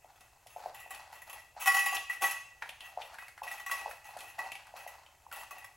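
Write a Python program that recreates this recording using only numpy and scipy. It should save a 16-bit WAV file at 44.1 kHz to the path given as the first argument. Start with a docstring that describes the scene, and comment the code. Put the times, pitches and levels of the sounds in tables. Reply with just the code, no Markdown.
"""Dog eating from a steel bowl

A small room, with a stereo microphone close to a dog that eats fast from a stainless steel bowl.
Teeth and food clink and scrape on the steel, which rings briefly against the muzzle.
Lips and tongue make hollow plops and wet smacks, and bits of food crack between the teeth."""
import sys
import numpy as np
from scipy import signal
from scipy.fft import rfft, irfft
from scipy.io import wavfile

SR = 44100
rng = np.random.default_rng(int(sys.argv[2]) if len(sys.argv) > 2 else 0)


def dump_mix(stems):
    """Bounce the given channels to the path in sys.argv[1] as a 16-bit WAV at rate SR."""
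    frames = np.atleast_2d(stems).T  # one column per channel
    limited = np.clip(frames, -1, 1)  # hard clip at full scale
    pcm = np.round(limited * 32767).astype(np.int16)
    wavfile.write(sys.argv[1], SR, pcm)


N = 254016
TIME = np.arange(N) / SR
RING_TIME = np.arange(SR * 3 // 4) / SR

# Knocks on the steel. Each row: start in seconds, relative clash and ring levels in dB,
# pitch in Hz that the struck spot favours.
KNOCKS = [(0.159, -54, -66, 950), (0.7461, -41, -43, 1940), (0.8003, -44, -39, 2750),
          (0.9073, -37.5, -37, 940), (1.1269, -47.5, -45, 2750), (1.219, -43.5, -40, 1940),
          (1.2978, -39.5, -37, 2750), (1.33, -38, -45, 955), (1.6093, -38.5, -45, 1950),
          (1.6229, -33.5, -27.5, 2230), (1.659, -24.5, -19, 1590), (1.6721, -21, -14, 1900),
          (1.7437, -25.5, -16, 1800), (1.7674, -26, -17, 1810), (1.7907, -25, -24.5, 2720),
          (1.8602, -25.5, -22, 2350), (1.9277, -36, -21.5, 970), (1.946, -26, -31, 2200),
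          (2.0973, -38.5, -23.5, 1760), (2.2207, -26, -25, 940), (2.2394, -32, -17, 2220),
          (2.31, -28.5, -26, 1620), (2.8567, -52.5, -33, 2730), (3.4335, -36.5, -35, 920),
          (3.476, -41.5, -30.5, 1800), (3.513, -35, -33.5, 1980), (3.598, -41, -35, 1940),
          (3.663, -36, -26, 1790), (3.7118, -27, -22.5, 1800), (4.0435, -48, -47, 1940),
          (4.3896, -40.5, -25.5, 1810), (4.455, -51, -37, 2600), (4.7648, -40.5, -52, 1940),
          (4.876, -40.5, -38.5, 1800), (5.3261, -37, -50, 2150), (5.3606, -39, -51, 950),
          (5.411, -52, -33, 2750), (5.509, -39.5, -37.5, 1090), (5.583, -45, -44, 1930),
          (5.6436, -43.5, -36, 1940)]
# Modes of the bowl. Each row: frequency in Hz, relative level in dB, t60 in seconds before damping.
BOWL_MODES = [(786.8, 3.5, 0.16), (1005, -19.5, 1), (1126, 0, 0.56), (1939, 0.5, 0.46), (1972, -25, 0.48),
              (1987, -14.5, 0.43), (2563, -1.5, 0.22), (2685, 2, 0.064), (2906, -17, 0.37),
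              (3040, -9.5, 0.3), (4000, -29, 1), (4790, -25, 0.71), (5405, -21.5, 0.29), (5480, -27, 0.57),
              (5810, -23, 0.29), (6403, -18, 0.075), (7050, -22.5, .25), (9440, -14.5, 0.12),
              (9748, -14.5, 0.14), (10200, -30, 0.13), (10730, -19.5, 0.29), (10740, -16, 0.4),
              (11418, -33, .2), (14862, -29, 0.14)]
# Hollow of the mouth inside the bowl. Each row: frequency in Hz, relative level in dB.
MOUTH_SPECTRUM = [(120, -23.5), (280, -15), (450, -21), (620, 3), (820, 12), (1200, -1), (2000, -5),
                  (3100, -20.5), (4200, -8), (8000, -18.5), (16000, -50.5)]


def bowl(rub_db=-5, grit_db=-3, lowest_hz=300):
    """Knocks and food pushed along the wall excite the same bowl; its sound carries little bass."""
    # The muzzle shoves food along the steel. Each row: start and length in seconds,
    # relative rubbing and grit levels in dB.
    shoves = [(0.0, 0.037, -62, -69), (0.19, 0.031, -58, -60), (0.48, 0.19, -70, -56),
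              (0.747, 0.1, -48, -54), (0.892, 0.056, -43.5, -49.5), (1.114, 0.052, -51, -52),
              (1.253, 0.15, -50, -54), (1.591, 0.056, -46, -39), (1.655, 0.21, -38, -35),
              (1.859, .11, -35, -41), (2.083, 0.039, -40, -43), (2.206, 0.031, -28.5, -27.5),
              (2.28, 0.056, -38.5, -53), (2.6, .09, -52, -61), (2.799, 0.076, -49, -52),
              (2.993, 0.081, -54, -55.5), (3.175, 0.066, -47.5, -55), (3.457, 0.12, -45.5, -46.5),
              (3.668, .14, -38.5, -43.5), (3.879, 0.031, -55, -47.5), (4.037, 0.074, -51, -52.5),
              (4.187, 0.11, -45.5, -49.5), (4.379, 0.066, -40.5, -57), (4.51, 0.047, -49.5, -64),
              (4.758, .05, -48, -49), (4.862, 0.053, -54.5, -54), (5.31, .09, -44.5, -47),
              (5.497, .14, -48, -58.5)]
    start, length, rub, grit = np.transpose(shoves)
    rolling = strokes(zip(start, length, grit), rise_s=0.021, ease_db_s=24, release_s=0.048, rest_db=-68)
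    sliding = strokes(zip(start, length, rub), rise_s=0.023, ease_db_s=23, release_s=0.051, rest_db=-75.5)
    force = tooth_knocks() + amp(grit_db) * rolling * grains(1800, 5.6)
    sound = ring() + clash(force) + amp(rub_db) * sliding * rubbing()
    return signal.sosfilt(signal.butter(4, lowest_hz, "high", fs=SR, output="sos"), sound)


def tooth_knocks(gain_db=-4, chatter_s=0.0094, bite=1.9, bite_s=0.0006):
    """A tooth meets the steel sharply and chatters on it for a moment."""
    push = np.zeros(N)
    contact = np.exp(-RING_TIME / chatter_s) + bite * np.exp(-RING_TIME / bite_s)
    for start, db, *_ in KNOCKS:
        add(push, start, amp(db + gain_db) * contact)
    return push * grains(9000, 4.5)


def ring(gain_db=-1, rise_s=0.0031, shimmer=0.34, hard_db=-24, favour_db=12, favour_octaves=0.32):
    """Knocks pour energy into the bowl's modes; the shifting muzzle makes each one waver."""
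    # The muzzle presses on the bowl and chokes it. Each row: time in seconds, extra loss in dB a second.
    grip = [(2.3, 11), (2.42, 150), (3.3, 150), (3.42, 4)]
    grip_losses = [np.cumsum(np.interp(start + RING_TIME, *np.transpose(grip))) / SR
                   for start, *_ in KNOCKS]
    out = np.zeros(N)
    waver, slip = flutter(18), flutter(18)
    attack = 1 - np.exp(-RING_TIME / rise_s)
    luck = rng.uniform(-1, 1, (len(KNOCKS), len(BOWL_MODES)))
    for k, (hz, db, t60) in enumerate(BOWL_MODES):
        energy = np.zeros(N)
        for knock, chance, loss_db in zip(KNOCKS, luck[:, k], grip_losses):
            start, clash_db, ring_db, favoured_hz = knock
            # A soft touch barely wakes the high modes, and the lips stay on the wall and damp it.
            softness_db = max(hard_db - clash_db, 0)
            high_db = clash_db - 0.47 * softness_db
            damped_t60 = t60 / (1.5 + 0.38 * softness_db)
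            favour = np.exp(-(np.log2(hz / favoured_hz) / favour_octaves) ** 2)
            strength_db = ring_db - favour_db * (1 - favour) if hz < 3500 else high_db
            # Higher modes depend more on the spot struck.
            strength_db += 1.5 * chance * np.log2(hz / BOWL_MODES[0][0])
            envelope = attack * amp(strength_db - loss_db - 60 * RING_TIME / damped_t60)
            add(energy, start, envelope ** 2)
        shift = rng.integers(N)
        swing = np.sin(2 * np.pi * hz * TIME + .5 * np.roll(slip, shift))
        out += amp(db + gain_db) * np.sqrt(energy) * np.exp(shimmer * np.roll(waver, shift)) * swing
    return out


def clash(force, t60=0.091, direct=0.84, tink_gain=0.47, spot_count=8):
    """Each spot of the bowl answers a force with its own crowd of modes and a bright tink."""
    # The bowl's crowd of short-lived modes. Each row: frequency in Hz, relative level in dB.
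    crowd_spectrum = [(220, -26.5), (350, -13), (750, 5), (1300, 12), (1700, 6), (2700, 8), (3600, 2.5),
                      (6000, -8), (7700, 3), (8600, -4), (9400, -3.5), (11200, 8.5), (12800, 2),
                      (14500, -5), (16000, 7)]
    tink_spectrum = [(2000, -12.5), (2600, -3.5), (4000, -12), (5400, 7), (6400, 11), (7500, -2),
                     (15000, -5)]
    spot, out, size = touched_spots(spot_count), np.zeros(N), len(RING_TIME)
    for k in range(spot_count):
        dying_noise = unit(rng.standard_normal(size) * amp(-60 * RING_TIME / t60))
        strike = direct * signal.unit_impulse(size) + dying_noise
        crowd = unit(signal.fftconvolve(strike, colour(crowd_spectrum)))[:size]
        tink = damped_steel(tink_spectrum, damped_s=0.02, vary_db=4)
        out += through(force * (spot == k), crowd + tink_gain * tink)
    return out / np.hypot(tink_gain, 1)


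def rubbing(spot_count=4):
    """Tongue and food slip along the steel and favour its middle modes."""
    spot, slips = touched_spots(spot_count), grains(900, 2.9)
    spectrum = [(800, -7.5), (1125, -11.5), (1940, 0.5), (2600, -1.5), (3100, -8), (10000, -6)]
    return sum(through(slips * (spot == k), damped_steel(spectrum, damped_s=0.025, vary_db=3.5))
               for k in range(spot_count))


def damped_steel(spectrum, damped_s, vary_db):
    """The modes as they answer at one spot, weighted by (Hz, dB) points and damped by the muzzle."""
    modes = np.array([amp(db - 60 * RING_TIME / t60) * np.sin(2 * np.pi * hz * RING_TIME)
                      for hz, db, t60 in BOWL_MODES])
    mode_hz = np.array(BOWL_MODES)[:, 0]
    weights = amp(curve(spectrum, mode_hz) + vary_db * rng.standard_normal(len(modes)))
    weights *= rng.choice([-1, 1], len(modes))
    return unit(weights @ modes * np.exp(-RING_TIME / damped_s))


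def touched_spots(count, changes_per_s=25):
    """Which of several spots of the bowl is being touched at each moment."""
    return rng.integers(0, count, N)[(TIME * changes_per_s).astype(int)]


def plops(gain_db=1.5, width_s=0.0012, lead_s=0.00211, sag=0.029, ring_s=0.0075,
          slosh_s=0.045, slosh_hz=700, lag_s=0.011):
    """A pocket of air opens in the mouth: a few cycles of falling pitch, then a wet slosh."""
    # Plops of lips and tongue. Each row: time in seconds, relative level in dB, centre pitch in Hz.
    pockets = [(0.045, -46.5, 738), (0.463, -48, 717), (0.562, -35, 735), (0.568, -40, 802),
               (0.659, -28.5, 740), (0.861, -43, 780), (1.566, -41, 756), (2.621, -37.5, 1020),
               (2.974, -28, 748), (3.418, -32, 873), (3.859, -28.5, 835), (4.09, -43.5, 810),
               (4.165, -34.5, 735), (4.739, -39, 736), (4.864, -37, 740), (5.265, -43, 936)]
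    tones, slosh = np.zeros(N), np.zeros(N)
    from_peak = RING_TIME - 2 * lead_s
    swell = np.exp(-.5 * (from_peak / width_s) ** 2)
    tail = 0.17 * (from_peak > 0) * np.exp(-abs(from_peak) / ring_s)
    for at, db, hz in pockets:
        pitch = hz * (1 - sag * np.tanh(from_peak / width_s))
        tone = np.sin(2 * np.pi * np.cumsum(pitch) / SR)
        add(tones, at - lead_s, amp(db + gain_db) * (swell + tail) * tone)
        add(slosh, at + lag_s, 0.1 * amp(db) * np.exp(-RING_TIME / slosh_s))
    hollow = signal.butter(3, [slosh_hz / 1.4, slosh_hz * 1.4], "band", fs=SR, output="sos")
    return tones + slosh * evened(signal.sosfilt(hollow, grains(500, 3.3)))


def cracks(body_gain_db=-3, snap_gain_db=-4, body_s=0.0039, snap_s=0.0018, crumble_s=0.018, jaw=0.44):
    """Food gives way within a millisecond: a snap, a short resonance of the mouth, a trail of crumbs."""
    # Cracks and wet smacks. 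Each row: start in seconds, relative body level in dB,
    # mouth resonance in Hz, relative snap level in dB.
    bites = [(0.2072, -57, 1040, -47.5), (0.4691, -60, 1960, -43), (0.9472, -48, 2780, -38.5),
             (1.9676, -28.5, 2840, -50), (2.6219, -29, 1780, -46), (2.6913, -35.5, 2660, -38.5),
             (2.806, -40.5, 3080, -45.5), (3.0166, -36, 2930, -46), (3.1417, -40.5, 1540, -47),
             (3.1851, -39, 1760, -47), (3.2227, -40, 1040, -54), (3.282, -43.5, 1920, -44),
             (3.3772, -39.5, 1680, -49), (3.697, -36.5, 1250, -51), (3.911, -40, 1784, -44),
             (4.1697, -41, 1490, -42), (4.188, -53, 1550, -39.5), (4.2054, -41.5, 2500, -42.5),
             (4.5183, -35, 2570, -36.5), (4.5523, -41, 2600, -44), (4.668, -49, 1300, -51),
             (5.0626, -51, 2800, -57), (5.3138, -38.5, 1440, -47), (5.4334, -45, 1120, -44.5)]
    # The snap of the food. Each row: frequency in Hz, relative level in dB.
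    snap_spectrum = [(300, -6.5), (900, -20), (3000, 0), (6000, -3), (8600, -4.5), (11000, 1.5),
                     (16000, -20)]
    body, snap, chew = np.zeros((3, N))
    t = RING_TIME[:SR // 8]
    crumbs = 0.3 * np.exp(-t / crumble_s)
    give = 1 - np.exp(-t / .0008)
    for start, body_db, hz, snap_db in bites:
        cavity = signal.iirpeak(hz, Q=2.34, fs=SR)
        noise = rng.standard_normal(len(t) + 500)  # 500 samples let the resonance build
        hollow = evened(signal.lfilter(*cavity, signal.lfilter(*cavity, noise)))[500:]
        burst = amp(body_db + body_gain_db) * give * (np.exp(-t / body_s) + crumbs)
        add(body, start, hollow * burst)
        add(chew, start, jaw * burst)
        add(snap, start, amp(snap_db + snap_gain_db) * give * (np.exp(-t / snap_s) + crumbs))
    chewing = through(chew * grains(4000, 1.8), colour(MOUTH_SPECTRUM))
    snapping = through(snap * grains(13000, 2.4), colour(snap_spectrum))
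    return body + chewing + snapping


def tongue(lap_db=-4.5, smack_db=-11, decay_cycles=1.55, clump_db=5):
    """Wet lapping in clumps: clicks in the hollow of the muzzle, and films of saliva that burst."""
    # Laps of the tongue. Each row: start and length in seconds, relative level in dB.
    laps = [(0.04, 0.16, -62), (0.46, 0.022, -63), (0.57, 0.15, -50), (0.9, 0.19, -50),
            (1.12, 0.035, -51.5), (1.27, 0.081, -50.5), (1.56, 0.027, -50.5), (2.29, 0.053, -49),
            (2.62, 0.03, -51), (2.81, 0.11, -54.5), (2.98, 0.15, -49), (3.42, .13, -45.5),
            (3.72, 0.19, -47), (4.05, 0.45, -52.5), (4.38, 0.076, -44.5), (4.58, 0.13, -52.5),
            (4.75, 0.05, -47.5), (4.86, 0.13, -53.5), (5.02, 0.076, -59.5), (5.32, 0.056, -47.5),
            (5.52, .12, -55.5)]
    effort = strokes(laps, rise_s=0.0088, ease_db_s=17.5, release_s=0.076, rest_db=-66.5)
    t, smacks = RING_TIME[:SR // 50], np.zeros(N)
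    for hz in np.geomspace(600, 3200, 10):
        pop = unit(np.sin(2 * np.pi * hz * t) * t * np.exp(-t * hz / decay_cycles))
        smacks += through(grains(25, 1.6), pop) / np.sqrt(hz)
    clumps = evened(amp(clump_db * np.tanh(flutter(30))))
    lapping = through(grains(550, 1.96), colour(MOUTH_SPECTRUM)) * clumps
    return effort * (amp(lap_db) * lapping + amp(smack_db) * evened(smacks))


def room(x, wet_db, gap_s=0.0043, build_s=0.0036):
    """The close walls answer after a short gap; the highest treble dies first."""
    # Reverberation of the small room. Each row: frequency in Hz, t60 in seconds.
    decay_times = [(200, 0.26), (700, 0.34), (2500, 0.62), (8000, 0.59), (16000, 0.16)]
    hz, t, spectra = signal.stft(rng.standard_normal(len(RING_TIME)), SR, nperseg=256)
    decay = amp(-60 * t / curve(decay_times, hz)[:, None])
    tail = signal.istft(spectra * decay, SR, nperseg=256)[1][:len(RING_TIME)]
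    onset = np.clip((RING_TIME - gap_s) / build_s, 0, 1)
    return x + amp(wet_db) * through(x, unit(tail * onset))


def scattered(x, delay_s=.014):
    """Each frequency reaches the microphone by a detour of its own length."""
    detour = delay_s * abs(flutter(363)[:N // 2 + 1])
    return shaded(x, lambda hz: np.exp(-2j * np.pi * np.cumsum(detour) * hz[1]))


def room_tone(gain_db=-69):
    """The faint rumble and hiss of the room."""
    # The quiet room. Each row: frequency in Hz, relative level in dB.
    spectrum = [(15, -4), (30, -12), (55, 4.5), (90, 0.5), (130, -2.5), (200, -19), (400, -13.5),
                (700, -12), (1500, -38), (3300, -26.5), (7500, -16), (9500, -22), (16000, -25.5)]
    return amp(gain_db) * evened(shaded(rng.standard_normal(N), lambda hz: amp(curve(spectrum, hz))))


def strokes(rows, rise_s, ease_db_s, release_s, rest_db):
    """Pressure of (start, length, dB) strokes: each builds, eases and lets go to a light touch."""
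    power, t = np.full(N, amp(rest_db) ** 2), RING_TIME
    for start, length, db in rows:
        shape = np.minimum(t / rise_s, 1) * np.exp(-np.maximum(t - length, 0) / release_s)
        add(power, start, (amp(db - ease_db_s * t) * shape) ** 2)
    return np.sqrt(power)


def grains(per_s, spread_db):
    """Random tiny contacts, mostly small and a few large."""
    size = amp(spread_db * np.minimum(rng.exponential(1, N), 3))
    return evened(size * rng.choice([-1, 1], N) * (rng.random(N) < per_s / SR))


def flutter(width_hz):
    """Smooth random wander of rms one."""
    return evened(shaded(rng.standard_normal(N), lambda hz: np.exp(-(hz / width_hz) ** 2)))


def colour(points, size=2048):
    """Causal impulse response of unit energy with a spectrum of (Hz, dB) points."""
    log_gain = np.log(amp(curve(points, abs(np.fft.fftfreq(size, 1 / SR)))))
    minimum_phase = np.exp(np.conj(signal.hilbert(log_gain)))
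    return unit(np.fft.ifft(minimum_phase).real[:size // 2])


def shaded(x, gain):
    """Applies a gain given as a function of frequency."""
    return irfft(rfft(x) * gain(np.fft.rfftfreq(N, 1 / SR)), N)


def through(x, response):
    """Plays x through an impulse response."""
    return signal.fftconvolve(x, response)[:N]


def curve(points, hz):
    """Joins (Hz, value) points on a log-frequency axis."""
    point_hz, value = np.transpose(points)
    return np.interp(np.log(hz + 1), np.log(point_hz), value)


def add(mix, start_s, sound):
    """Mixes a sound in at its start time."""
    part = mix[max(round(start_s * SR), 0):][:len(sound)]
    part += sound[:len(part)]


def amp(db):
    """Decibels to gain."""
    return 10 ** (np.asarray(db) / 20)


def evened(x):
    """Scales to an rms of one."""
    return x / np.sqrt(np.mean(x ** 2) + 1e-20)


def unit(x):
    """Scales to an energy of one."""
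    return x / np.linalg.norm(x)


def scene():
    """The dog eats just ahead of the microphone; nearby surfaces scatter differently to each side."""
    # Stereo width. Each row: frequency in Hz, side gain in dB.
    width = [(60, -14.5), (500, -21.5), (1250, -15.5), (2000, -14.5), (2700, -11), (4500, -11.5),
             (8000, -13.5), (14000, -9.5)]
    # Balance at the microphone. Each row: frequency in Hz, left minus right in dB.
    lean = [(60, -1), (500, 0.5), (2000, 0.5), (4500, 1.1), (8000, 3), (13000, 1)]
    mid = room(bowl() + cracks() + tongue(), wet_db=-8) + room(plops(), wet_db=-9)
    side = shaded(scattered(mid) + room_tone(), lambda hz: amp(curve(width, hz)))
    mid = mid + room_tone()
    return np.array([shaded(mid + sign * side, lambda hz: amp(sign * curve(lean, hz) / 2))
                     for sign in (1, -1)])


def record(dry):
    """The recorder's band limit cuts the highest treble."""
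    edge_hz = 15950
    lowpass = signal.firwin(511, edge_hz, window=("kaiser", 9), fs=SR)
    return signal.oaconvolve(dry, lowpass[None], "same")


dry = scene()
out = record(dry)
dump_mix(out)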